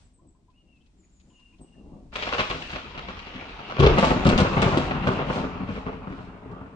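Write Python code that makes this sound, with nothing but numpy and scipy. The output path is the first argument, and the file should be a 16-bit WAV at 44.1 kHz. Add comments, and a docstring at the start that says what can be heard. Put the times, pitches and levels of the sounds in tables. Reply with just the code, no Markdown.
"""Faint chirps and drips over a low rumble, after a brief hush of noise and a low bump at the very start.
It is night in a walled yard, heard by two microphone ports. A high branch of lightning crackles,
then the main stroke arrives as a volley of claps and rolls away. Claps, rolls and crackle are crowds of
pressure shocks, one from each kink of the channel; long push-and-pull waves add thumps. Filtered noise
gives rumble and faint rain, gliding tones the calls. The walls throw back the thunder and the calls."""
import sys
import numpy as np
from scipy import signal
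from scipy.fft import rfft, irfft, next_fast_len
from scipy.io import wavfile
from scipy.ndimage import uniform_filter1d

SR = 44100
rng = np.random.default_rng(int(sys.argv[2]) if len(sys.argv) > 2 else 0)


def put_to_file(sound):
    """Save the sound as 16-bit audio at rate SR, in the file named by the first command-line argument."""
    columns = np.atleast_2d(sound).T  # one column per channel
    safe = np.clip(columns, -1, 1)
    whole_steps = np.round(safe * 32767)
    wavfile.write(sys.argv[1], SR, whole_steps.astype(np.int16))


N = 297756  # length of the scene in samples


def gain_of(db):
    """Turns decibels into a gain."""
    return np.exp(np.asarray(db) * (np.log(10) / 20))


def evened(x):
    """Scales a signal to an rms of 1."""
    return x / np.sqrt(np.mean(x ** 2) + 1e-20)


def read(points, hz):
    """Reads a table between its rows, along a log-frequency axis."""
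    f, value = np.transpose(points)
    return np.interp(np.log(hz + 1), np.log(f + 1), value)


def add(mix, s, sound):
    """Adds a two-channel sound into the mix at s seconds."""
    part = mix[:, max(round(s * SR), 0):][:, :sound.shape[1]]
    part += sound[:, :part.shape[1]]


def pulse(colour, size=4096):
    """Makes the pulse with this spectrum that starts at once (minimum phase), with a peak of 1."""
    log_gain = np.log(gain_of(read(colour, abs(np.fft.fftfreq(size, 1 / SR)))))
    spectrum = np.exp(np.conj(signal.hilbert(log_gain)))
    wave = np.fft.ifft(spectrum).real[:size // 2]
    return wave / abs(wave).max()


def through(x, response):
    """Convolves both channels with a response and keeps their length."""
    return signal.fftconvolve(x, np.atleast_2d(response), axes=1)[:, :x.shape[1]]


def arrivals(times, heights, size, lead_s, spread_s):
    """Places clicks at the two ports: the right port hears each after its own lag, lead_s on average."""
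    lag = lead_s + spread_s * rng.standard_normal(len(times))
    places = [np.clip(np.round(t * SR), 0, size - 1).astype(int) for t in (times, times + lag)]
    return np.array([np.bincount(at, heights, size) for at in places])


def swell(t, start, attack, hold, level_db, fade_db_per_s):
    """Gives a gain over the times t that rises, holds, then dies away."""
    rise = np.clip((t - start) / attack, 0, 1)
    fading_s = np.maximum(t - start - attack - hold, 0)
    return rise * gain_of(level_db - fade_db_per_s * fading_s)


def note(length, pitch_hz, waver, fade_db=0, flutter_db=4.0):
    """A thin tone that glides through its pitches, unsteady in pitch and fluttering in strength."""
    u = np.linspace(0, 1, round(length * SR))
    jitter, flutter = rng.standard_normal((2, SR // 2))[:, :len(u)]
    glide_hz = np.interp(u, np.linspace(0, 1, len(pitch_hz)), pitch_hz)
    hz = glide_hz * (1 + waver * evened(uniform_filter1d(jitter, size=60)))
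    flutter = flutter_db * evened(uniform_filter1d(flutter, size=500))
    arch = np.sin(np.pi * u).clip(0) ** .5
    strength = gain_of(flutter - fade_db * u) * arch
    tone = evened(np.sin(2 * np.pi * np.cumsum(hz) / SR) * strength)
    return np.array([tone, tone])


# Small far calls, probably birds. All their levels are relative: chirps() shifts them together.
# Pitches in Hz that a call glides through from start to end: peep, twitter, pip and warble.
PEEP_HZ = (8700, 8230, 8100, 7850, 7250)
TWITTER_HZ = (7530, 7200, 6900, 6850, 6800, 6750)
PIP_HZ = (940, 1030, 1060)
WARBLE_HZ = (8900, 8400, 7980, 8500, 7960, 8350, 7500)
# High falling peeps. Each row: start in seconds, length in seconds, pitch factor, level in dB.
PEEPS = [(.005, 0.078, 1.0, -73.5), (.131, .068, 1.0, -70), (0.265, 0.049, 0.98, -69)]
# Wavering high notes. Each row: start in seconds, level in dB.
TWITTERS = [(0.975, -71.5), (1.11, -72), (1.262, -74.5)]
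# Long whistles that rise or sag. Each row: start in seconds, length in seconds, start, middle and
# end pitch in Hz, level in dB, fade over the whole whistle in dB (below 0 it grows).
WHISTLES = [(0.521, 0.049, 2460, 2650, 2820, -78, -5), (0.554, 0.08, 2810, 2870, 2810, -68.5, 3),
            (0.644, 0.15, 2750, 2765, 2520, -69.5, -6), (.8, 0.095, 2720, 2650, 2540, -79, 0),
            (1.327, 0.251, 2855, 2787, 2755, -62.5, 11), (1.631, 0.24, 2864, 2806, 2710, -68.5, 0),
            (1.853, .15, 2800, 2780, 2730, -80, 1)]
# Low rising pips. Each row: start in seconds, level in dB.
PIPS = [(0.185, -67.5), (.343, -70.5), (.482, -64.5), (1.304, -68), (1.391, -71), (1.526, -72)]
# Short rough squeaks. Each row: start in seconds, middling pitch in Hz, level in dB.
SQUEAKS = [(.8, 3000, -71), (1.03, 2220, -74.5), (1.298, 2970, -71), (1.525, 2570, -67), (1.735, 1750, -72)]
WARBLE_AT_S, WARBLE_S, WARBLE_DB = 1.607, 0.04, -59
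TWITTER_S, PIP_S, SQUEAK_S = .14, 0.026, .028  # lengths


def chirps(level_db=-1.2):
    """Small calls heard before the thunder breaks, each a gliding tone, the same in both channels."""
    out = np.zeros((2, N))
    squeak_arch = 1 + 0.05 * np.array([-1, 1, -1])  # the pitch goes up and back down
    calls = []
    for s, length, pitch, db in PEEPS:
        calls.append((s, db, note(length, pitch * np.array(PEEP_HZ), waver=0.019)))
    for s, db in TWITTERS:
        calls.append((s, db, note(TWITTER_S, TWITTER_HZ, waver=0.0236, fade_db=8)))
    for s, length, *pitches, db, fade in WHISTLES:
        calls.append((s, db, note(length, pitches, waver=0.018, fade_db=fade, flutter_db=3.0)))
    calls.append((WARBLE_AT_S, WARBLE_DB, note(WARBLE_S, WARBLE_HZ, waver=0.0063)))
    for s, db in PIPS:
        calls.append((s, db, note(PIP_S, PIP_HZ, waver=.006, flutter_db=4.0)))
    for s, hz, db in SQUEAKS:
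        calls.append((s, db, note(SQUEAK_S, hz * squeak_arch, waver=0.074)))
    for s, db, tone in calls:
        add(out, s, gain_of(level_db + db) * tone)
    return out


# Colour of the deep noise. Each row: frequency in Hz, relative level in dB.
DEEP_COLOUR = [(10, -29.5), (28, -10.5), (46, -5.5), (63, -9), (100, -16), (250, -40.5), (1000, -101.5)]
# A brief low bump at the very start, then swells of deep rumble. Each row: start in seconds,
# attack in seconds, hold in seconds, level in dB, fade in dB per second.
BUMP_AND_RUMBLES = [(0, 0.0077, 0.02, -52, 163), (1.594, 0.64, 1.1, -48.5, 12.5),
                    (3.793, 0.008, 0.063, -22, 74.5), (3.799, 0.1, 0.32, -34, 9.5),
                    (5.0, 0.27, .5, -44, 14.5)]
NIGHT_DEEP_DB = -62.5  # the steady rumble of the far storm


def rumble(apart=0.35):
    """Deep filtered noise, nearly the same at both ports: a steady bed, a brief bump, then swells."""
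    t = np.arange(N) / SR
    power = gain_of(NIGHT_DEEP_DB) ** 2 + sum(swell(t, *row) ** 2 for row in BUMP_AND_RUMBLES)
    noise = rng.standard_normal((1, N)) + apart * rng.standard_normal((2, N))
    return np.sqrt(power) * evened(through(noise, pulse(DEEP_COLOUR)))


def volley(length, shocks_per_s, uneven_db, front, fade_db, build=0, size=8192):
    """A crowd of shocks of either sign: it breaks with a front shock, or builds up first, then fades."""
    times, sizes, signs, keep = rng.random((4, 128))  # times as shares of the length
    heights_db = uneven_db * np.minimum(-np.log(sizes), 2.5) - fade_db * times
    heights = gain_of(heights_db) * np.sign(signs - .5)
    heights *= keep < shocks_per_s * length / len(keep)  # thin the crowd to the wanted density
    build = np.clip(build, 1e-3, 1)
    heights *= np.minimum(times / build, 1)
    times[0], heights[0] = 0, front * (1 - build) ** 4  # a slow build weakens the front shock
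    return arrivals(times * length, heights, size, lead_s=0.00024, spread_s=.00006)


# Colour of a bright click. Each row: frequency in Hz, relative level in dB.
CLICK_COLOUR = [(300, -5), (1500, -4), (3000, 3), (4200, 0), (6000, -9), (8500, -17), (10500, -34.5)]


def spits(rows, length, front, shocks_per_s):
    """Bright clicks, each frayed by a short spray of smaller ones."""
    out, wave = np.zeros((2, N)), pulse(CLICK_COLOUR)
    for s, peak_db in rows:
        spray = volley(length, shocks_per_s, uneven_db=0, front=front, fade_db=2.5)
        add(out, s, gain_of(peak_db) / front * through(spray, wave))
    return out


# Colour of the faint wash. Each row: frequency in Hz, relative level in dB.
WASH_COLOUR = [(100, 1.5), (900, 8), (1800, 1.5), (2600, 2.5), (5500, -0.5), (8500, -2.5), (10500, -15)]
# Loudness of the faint wash over time: a brief hush of noise at the very start, then faint rain.
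# Each row: time in seconds, level in dB.
WASH_LEVEL = [(0, -63.5), (.17, -79), (.5, -78.5), (1.3, -72), (6.75, -74)]
# Soft splashes of nearer drips. Each row: start in seconds, approximate peak in dB.
DRIPS = [(.503, -61), (.76, -63), (.862, -58), (1.2, -51.5), (1.398, -54), (1.585, -57)]


def wash_and_drips():
    """Filtered noise as a brief hush, then very faint rain, with a few drips as frayed clicks."""
    gain = gain_of(np.interp(np.arange(N) / SR, *np.transpose(WASH_LEVEL)))
    wash = gain * evened(through(rng.standard_normal((2, N)), pulse(WASH_COLOUR)))
    return wash + spits(DRIPS, length=0.017, front=2.0, shocks_per_s=2300)


# Standing waves between the walls. Each row: frequency in Hz, width in Hz, relative gain.
STANDING = [(43, 8.2, 1.4), (89, 13, 1.28), (145, 22.5, 1.41), (189.6, 26.6, 1.27), (258, 9.9, 1.04),
            (318, 30, 0.51), (391, 39, 0.24)]


def shock(colour, ring, standing=STANDING):
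    """One pressure shock, with the air between the walls ringing after it."""
    wave = pulse(colour)
    ringing = 0
    for hz, width, gain in standing:
        b, a = signal.iirpeak(hz, hz / width, fs=SR)
        ringing = ringing + gain * signal.lfilter(b, a, wave)
    return wave + ring * ringing


def crowd(wave, uneven_db, clump_db, count=20000):
    """Dense shocks from all over the sky, their strength rising and falling in clumps."""
    times = rng.uniform(0, N / SR, count)
    clumps = np.interp(times, np.linspace(0, N / SR, 256), rng.standard_normal(256))
    heights_db = uneven_db * np.minimum(rng.exponential(1, count), 4) + clump_db * clumps
    heights = gain_of(heights_db) * rng.choice([-1, 1], count)
    return through(arrivals(times, heights, N, lead_s=.00013, spread_s=.00019), wave)


# Colours of the thunder shocks, also used by the claps. Each row: frequency in Hz, relative level in dB.
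# Distant thunder, its treble lost to the air:
DISTANT = [(20, -4.5), (45, 5), (100, -6), (190, 0.5), (310, 0), (420, -9.5), (700, -12), (1100, -19),
           (1600, -41.5), (3000, -45.5), (10500, -69)]
# The high branch, thinner than the main stroke:
BRANCH = [(20, -6.5), (45, 6), (120, -1), (200, 1.5), (350, -1.5), (600, 1), (1200, 3), (1850, -1),
          (2700, 3), (4000, -6.5), (6000, -19.5), (8000, -34), (10500, -86)]
# The main stroke:
STROKE = [(22, -31), (45, -7), (110, -1.5), (200, 0), (350, -6), (550, -3.5), (1200, -6), (1850, -16.5),
          (2700, -16), (4000, -31), (6000, -49), (8000, -62), (10500, -73.5)]
# The last shocks, from the far end of the channel:
LATE = [(22, -35), (45, -9.5), (110, 1), (200, -1), (350, -8.5), (600, -8.5), (1250, -6.5), (1850, -16),
        (2700, -17.5), (4000, -32.5), (6000, -42), (10500, -72)]
# Standing waves rung by the last shocks. Each row: frequency in Hz, width in Hz, relative gain.
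LATE_STANDING = [(46, 9.6, 1.2), (108, 35, 0.5), (187.7, 19, 1.78), (268, 15, 2.7), (432, 22, 2.3),
                 (604, 55, 0.31)]
# How strongly the mutter, the branch and the stroke ring the yard: three factors in that order.
ROLL_RINGS = (.5, 0.94, 0.92)
# Rolls of countless farther shocks. Each row: start in seconds, attack in seconds, hold in seconds,
# level in dB before the treble change, fade in dB per second, treble lost in dB per kHz (below 0: gained).
ROLLS = [(0, 0.0084, 5.1, -61, 30, 10.5), (1.621, 0.29, 0.041, -45, 71, 2.5),
         (2.115, 0.13, 0.043, -39, 41, -1.5), (2.122, 0.0092, 2, -41.5, 30, 0.43),
         (3.18, 0.93, 0.011, -38.5, 49.5, -2), (3.786, 0.038, 0.45, -29, 12.5, -2.16),
         (4.49, 0.057, 0.73, -30.5, 29.5, -0.74), (5.47, 0.3, 0.68, -41, 8, 3.5)]
BRANCH_S, STROKE_S, VOLLEY_S, LATE_S = 2.11, 3.78, 3.95, 5.42  # when each part of the thunder begins


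def roll(uneven_db=2.5, clump_db=1.43, size=512):
    """Crowds of shocks: distant mutter, thin rattle of the branch, heavy roll, hollow end."""
    out = 0
    waves = [shock(colour, ring) for colour, ring in zip((DISTANT, BRANCH, STROKE), ROLL_RINGS)]
    waves.append(shock(LATE, ring=0.64, standing=LATE_STANDING))
    for part, wave in enumerate(waves):
        hz, t, z = signal.stft(evened(crowd(wave, uneven_db, clump_db)), SR, nperseg=size)
        power = 0
        for start, attack, hold, db, fade_db_per_s, loss_db in ROLLS:
            if np.digitize(start + attack, [BRANCH_S, STROKE_S, LATE_S]) == part:
                treble = gain_of(-loss_db * hz[:, None] / 1000)
                power = power + (swell(t, start, attack, hold, db, fade_db_per_s) * treble) ** 2
        out = out + z * np.sqrt(power)
    return signal.istft(out, SR, nperseg=size)[1][:, :N]


def patchy(x, patchy_db=2.0, size=768):
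    """Moving air focuses and scatters the shocks, so patches of the spectrum swell and fade."""
    overlap = size * 3 // 4
    z = signal.stft(x, nperseg=size, noverlap=overlap)[2]
    patches = rng.standard_normal(z.shape[1:])
    for _ in range(2):
        patches = uniform_filter1d(patches, size=7, axis=0)  # smooth across frequency
        patches = uniform_filter1d(patches, size=9, axis=1)  # smooth across time
    z = z * evened(gain_of(patchy_db * evened(patches)))
    return signal.istft(z, nperseg=size, noverlap=overlap)[1][:, :N]


BOOM_TOP_HZ, BODY_TOP_HZ = 400, 1600
REGISTERS = [signal.butter(3, hz, kind, fs=SR, output="sos") for hz, kind in
             [(BOOM_TOP_HZ, "low"), ([BOOM_TOP_HZ, BODY_TOP_HZ], "band"), (BODY_TOP_HZ, "high")]]


def registers(x):
    """Splits a sound by frequency into boom, body and crack."""
    return [signal.sosfilt(band, x) for band in REGISTERS]


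# Colour of the stroke's opening blow. Each row: frequency in Hz, relative level in dB.
BLOW = [(22, -16.5), (45, 3), (95, -0.5), (140, 0.5), (220, -14.5), (390, 0.5), (550, -9), (1200, -11.5),
        (1850, -24), (2700, -20.5), (4000, -28), (6000, -40.5), (10500, -76)]
# Claps, each a stretch of channel heard at once. Each row: start in seconds, length in seconds,
# relative level in dB, brightness in dB (crack up, boom down by this much), extra body in dB,
# share of the length spent building up (0 to 1).
CLAPS = [(0.209, 0.077, -56.5, -1, -0.5, 0.0), (0.772, 0.05, -70, -4, -4, 0.0),
         (1.24, 0.11, -60.5, -3.0, -1.5, 0.0), (1.587, 0.067, -49.5, -1.5, 1.5, 0.22),
         (2.156, 0.014, -30, 3.5, 2.5, 0), (2.223, 0.017, -33, 7.5, 4.5, 0.05),
         (2.268, 0.011, -33.5, 0, 8.5, 0.05), (2.284, 0.011, -31, 0, 3.5, 0.034),
         (2.324, 0.029, -29.5, 2.5, 7.5, 0.055), (2.382, 0.034, -23.5, 1.5, 3.5, 0.1),
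         (2.5, 0.03, -28.5, -0.5, 2, 0.057), (2.544, 0.026, -34.5, -6.5, 1, 0.05),
         (2.621, 0.01, -38, 6, -3, 0), (2.689, 0.021, -40, 5, 0.0, 0.2),
         (2.725, 0.046, -31.5, -2.0, -0.5, 0.14), (2.851, 0.05, -48, -7.0, -19, 0.4),
         (2.935, 0.037, -42, -5.5, 3, 0.64), (2.976, 0.022, -33, -2, -0.5, 0.027),
         (3.086, 0.023, -35, -2, 1, 0.0), (3.185, 0.017, -45.5, 8, -13, 0.37),
         (3.26, 0.019, -39, -2, -0.5, 0.12), (3.335, 0.031, -36.5, -5.5, -8.5, 0.3),
         (3.41, 0.023, -45.5, -6.5, 7, 0), (3.59, 0.029, -42.5, -3, 5, 0),
         (3.698, 0.027, -36.5, -2.5, 6, 0), (3.765, 0.029, -32.5, -5.5, 3.5, 0),
         (3.793, 0.016, -10, 0.5, -6, 0), (3.821, 0.034, -11.5, 1, 0, 0.12),
         (3.863, 0.013, -9.0, 4.5, -2, 0), (3.886, 0.033, -20, -0.5, -1, 0.27),
         (3.97, 0.026, -15, 1.5, 0, 0.35), (4.025, 0.025, -17, 1, 4, 0.05),
         (4.062, 0.022, -25.5, -5, 2.5, 0.37), (4.098, 0.021, -18, -1.5, 3, 0.42),
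         (4.161, 0.015, -24.5, -5, -0.5, 0.51), (4.252, 0.032, -16.5, -5.5, -2.5, 0.08),
         (4.284, 0.032, -18.5, 0, -2, 0.3), (4.32, 0.024, -18.5, 0, -1, 0.25),
         (4.357, 0.015, -24.5, -2.5, -3, 0.27), (4.381, 0.016, -16, 1.5, -0.5, 0),
         (4.399, 0.029, -19.5, -8.5, 1, 0), (4.441, 0.034, -22.5, 3, 1.0, 0.27),
         (4.518, 0.02, -29, -0.5, 0.5, 0.83), (4.566, 0.038, -18.5, -0.5, -1.5, 0),
         (4.623, 0.025, -15, 3, -2.5, 0), (4.66, 0.03, -20, -5.5, 0.5, 0),
         (4.714, 0.033, -22.5, -4, 1.5, 0.72), (4.769, 0.037, -20, -3, -3, 0.008),
         (4.85, 0.036, -36.5, 0, -8, 0), (4.908, 0.019, -30, 11.5, 5, 0.1),
         (4.942, 0.04, -28.5, -2, -4.5, 0.3), (5.021, 0.023, -33.5, 10.5, -1, 0.73),
         (5.067, 0.025, -18.5, -1, -0.5, 0.076), (5.097, 0.024, -26.5, -4.5, -2, 0.015),
         (5.185, 0.038, -27.5, 3.5, 2.5, 0.19), (5.256, 0.033, -40, -6.5, 2, 0.73),
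         (5.298, 0.017, -23.5, -1, 2, 0.12), (5.356, 0.043, -29, -3.5, 2.5, 0),
         (5.435, 0.017, -24.5, -3, -2.5, 0.095), (5.485, 0.035, -39.0, -2.5, -7, 0.11),
         (5.547, 0.024, -43, -11.5, -10, 0.52), (5.598, 0.045, -35, -10, -5, 0.033),
         (5.678, 0.05, -30, -1.5, -4.5, 0), (5.752, 0.039, -30, 1, -3, 0),
         (5.857, 0.039, -30, -1, 1.5, 0.3), (5.926, 0.02, -35.0, -0.5, 1.5, 0.49),
         (6.068, 0.015, -32, -5, -1.5, 0.26), (6.1, 0.038, -33.5, -2, -6, 0),
         (6.18, 0.039, -40, -3, 0, 0.0042), (6.455, 0.014, -43.5, -9.5, -11, 0),
         (6.49, 0.048, -44, -8.5, 2.0, 0.092), (6.555, 0.02, -52, -11, 10.5, 0.18),
         (6.608, 0.021, -44, -7.5, 4, 0.12), (6.654, 0.029, -50, -1, 7, 0.017)]


def claps(body_db=2.0, shocks_per_s=1200, uneven_db=4.5, front=1.87, fade_db=4):
    """Stretches of channel arrive as volleys: distant, branch, opening blow, main volley, far end."""
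    out = np.zeros((2, N))
    waves = [shock(colour, ring=1.0) for colour in (DISTANT, BRANCH, BLOW, STROKE)]
    waves.append(shock(LATE, ring=1.7, standing=LATE_STANDING))
    # how much of each wave lies in boom, body and crack
    shares = [np.linalg.norm(registers(wave), axis=1) / np.linalg.norm(wave) for wave in waves]
    for s, length, db, bright_db, full_db, build in CLAPS:
        part = np.digitize(s, [BRANCH_S, STROKE_S, VOLLEY_S, LATE_S])
        clicks = volley(length, shocks_per_s, uneven_db, front, fade_db, build)
        bands = registers(through(clicks, waves[part]))
        gains = shares[part] * gain_of([db - bright_db, db + body_db + full_db, db + bright_db])
        sound = sum(gain * evened(band) for gain, band in zip(gains, bands))
        # the level refers to the clap's own length, not to the whole buffer
        add(out, s, sound * np.sqrt(length * SR / sound.shape[1]))
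    return out


# Bursts of fine sizzle from the smallest kinks. Each row: middle in seconds, half length in seconds,
# level in dB at the middle.
SIZZLES = [(2.406, 0.59, -47.5), (4.059, 0.14, -34), (4.7, 0.27, -41), (5.111, 0.11, -45),
           (5.351, 0.12, -43), (5.745, 0.12, -55.5), (6.177, 0.16, -60.5)]


def sizzle(attack_s=0.037):
    """Tiny steep shocks in bursts that swell and fade, silent until the branch arrives."""
    t = np.arange(N) / SR
    gain = 0
    for s, half, db in SIZZLES:
        gain = gain + gain_of(db) * np.maximum(1 - ((t - s) / half) ** 2, 0) ** 2
    arrived = np.clip((t - BRANCH_S) / attack_s, 0, 1) ** 2
    return gain * arrived * evened(crowd(pulse(CLICK_COLOUR), uneven_db=3.0, clump_db=2.0))


# Sharp shocks from the nearest kinks. Each row: start in seconds, approximate peak in dB.
SNAPS = [(2.138, -34), (2.159, -22), (2.225, -38), (2.403, -29), (2.412, -24), (2.499, -24), (2.715, -26),
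         (3.8, -15.5), (3.869, -27), (3.985, -12.5), (4.05, -13.5), (4.25, -16.5), (4.268, -10),
         (4.291, -9), (4.378, -7.5), (4.386, -12.5), (4.403, -10), (4.619, -9.5), (4.629, -16),
         (4.774, -13.5), (5.073, -19.5), (6.515, -45)]


def snaps():
    """The nearest kinks snap: a strong bright click, then a very short spray."""
    return spits(SNAPS, length=0.013, front=4.7, shocks_per_s=3200)


# Single strong shocks from large kinks. Each row: start in seconds, peak in dB.
BANGS = [(2.272, -20), (2.334, -20), (2.391, -18), (2.411, -17), (3.085, -25), (3.823, -9.5), (3.836, -9),
         (3.868, -1.5), (3.972, -16), (3.985, -10), (4.027, -13), (4.107, -5.5), (4.255, -11.5),
         (4.262, -9), (4.387, -9), (4.408, -7.5), (4.57, -16.5), (4.718, -14), (5.072, -7.5), (5.19, -18.5),
         (5.3, -14.5), (5.442, -19)]


def bangs():
    """Lone strong shocks that stand out of the claps."""
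    out, wave = np.zeros((2, N)), shock(STROKE, ring=0.53)
    wave_at_peak_1 = wave / abs(wave).max()
    for s, peak_db in BANGS:
        click = arrivals(np.zeros(1), gain_of([peak_db]), len(wave), lead_s=0.00026, spread_s=.00005)
        add(out, s, through(click, wave_at_peak_1))
    return out


# Long pressure waves of the main stroke. Each row: start in seconds, length in seconds,
# peak in dB before the corners are rounded.
THUMPS = [(3.801, 0.0115, -8), (3.863, 0.0061, -13.5), (3.879, 0.015, -15), (4.255, 0.0048, -13),
          (4.288, 0.008, -7), (4.336, 0.027, -13.5), (4.402, 0.0055, -11), (5.075, 0.0059, -18.5)]


def thumps(soft_hz=450):
    """N-waves: a push that falls straight into a pull, its corners rounded by the air."""
    out = np.zeros((2, N))
    for s, length, peak_db in THUMPS:
        push_pull = np.linspace(1, -1, round(length * SR))
        add(out, s, gain_of(peak_db) * np.tile(push_pull, (2, 1)))
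    return signal.lfilter(*signal.butter(2, soft_hz, fs=SR), out)


# Reverberation of the yard. Each row: frequency in Hz, time to fall 60 dB in seconds
# before the linger factor stretches it.
YARD = [(60, 0.59), (200, 0.64), (1000, 0.64), (2800, 0.58), (7000, 0.95), (9000, 0.15)]
# Echoes off the walls. Each row: typical delay in seconds, relative gain.
WALLS = [(.0052, 0.11), (0.0119, 0.075), (0.0223, .13), (.034, 0.25)]


def echoes(wet_db, scatter_db, linger, path_spread=.18, scatter_t60=0.031, low_hz=260, count=1600):
    """Wall echoes, quick scatter from eaves and ground, and a diffuse tail; long waves bend round it all."""
    clicks = rng.choice([-1., 1.], count)
    taps = arrivals(rng.uniform(.002, .7, count), clicks, SR, lead_s=0, spread_s=.00025)
    hz, t, z = signal.stft(taps, SR, nperseg=256)
    decay = gain_of(-60 * t / (linger * read(YARD, hz)[:, None]))
    tail = signal.istft(z * decay, SR, nperseg=256)[1][:, :SR]
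    delays = rng.uniform(0.000983, .08, count)
    heights = rng.standard_normal(count) * gain_of(-60 * delays / scatter_t60)
    scatter = arrivals(delays, heights, SR, lead_s=0, spread_s=0.00034)
    wall_s, wall_gains = np.transpose(WALLS)
    wall_s = wall_s * (1 + path_spread * rng.uniform(-1, 1, len(WALLS)))
    response = arrivals(wall_s, wall_gains, SR, lead_s=0, spread_s=0.00019)
    response = response + gain_of(wet_db) * tail / np.linalg.norm(tail[0])
    response = response + gain_of(scatter_db) * scatter / np.linalg.norm(scatter[0])
    return signal.sosfilt(signal.butter(2, low_hz, "high", fs=SR, output="sos"), response)


def yard(x, wet_db, scatter_db, linger=0.8, turn_s=.11, count=6):
    """Sound enters from changing directions: it crossfades round a ring of echo patterns."""
    out, turn = 0, np.arange(N) / SR / turn_s
    for k in range(count):
        share = np.maximum(1 - abs((turn - k) % count - 1), 0)
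        response = echoes(wet_db, scatter_db, linger)
        wet = through(x * np.sqrt(share), response)
        out = out + (x * share + wet) / np.sqrt(1 + np.sum(response[0] ** 2))
    return out


def scene():
    """Thunder and calls, each group with its own yard echo, plus wash, drips and rumble left dry."""
    calls = yard(chirps(), wet_db=-9, scatter_db=-8, linger=.8, count=3)
    far = yard(patchy(roll()) + sizzle(), wet_db=-5.5, scatter_db=-11.5)
    near = yard(claps() + snaps() + bangs() + thumps(), wet_db=-6.5, scatter_db=-7.0)
    return calls + wash_and_drips() + rumble() + far + near


# Left port over right port. Each row: frequency in Hz, difference in dB.
BALANCE_DB = [(60, 1), (150, 4.5), (300, 1), (1000, 0), (1500, -1.5), (2300, 4), (9000, 2)]
EDGE_HZ = 10500  # top of the band


def record(dry):
    """The two ports differ a little in colour; loud peaks are rounded; then the band limit."""
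    size = next_fast_len(N, True)
    tilt_db = read(BALANCE_DB, np.fft.rfftfreq(size, 1 / SR)) / 2  # half up on the left, half down right
    ports = irfft(rfft(dry, size) * gain_of([tilt_db, -tilt_db]), size)[:, :N]
    rounded = ports / (1 + abs(ports) ** 4) ** (1 / 4)
    band_limit = signal.firwin(301, EDGE_HZ, window=("kaiser", 9), fs=SR)
    return signal.oaconvolve(rounded, band_limit[None], "same")


dry = scene()
out = record(dry)
put_to_file(out)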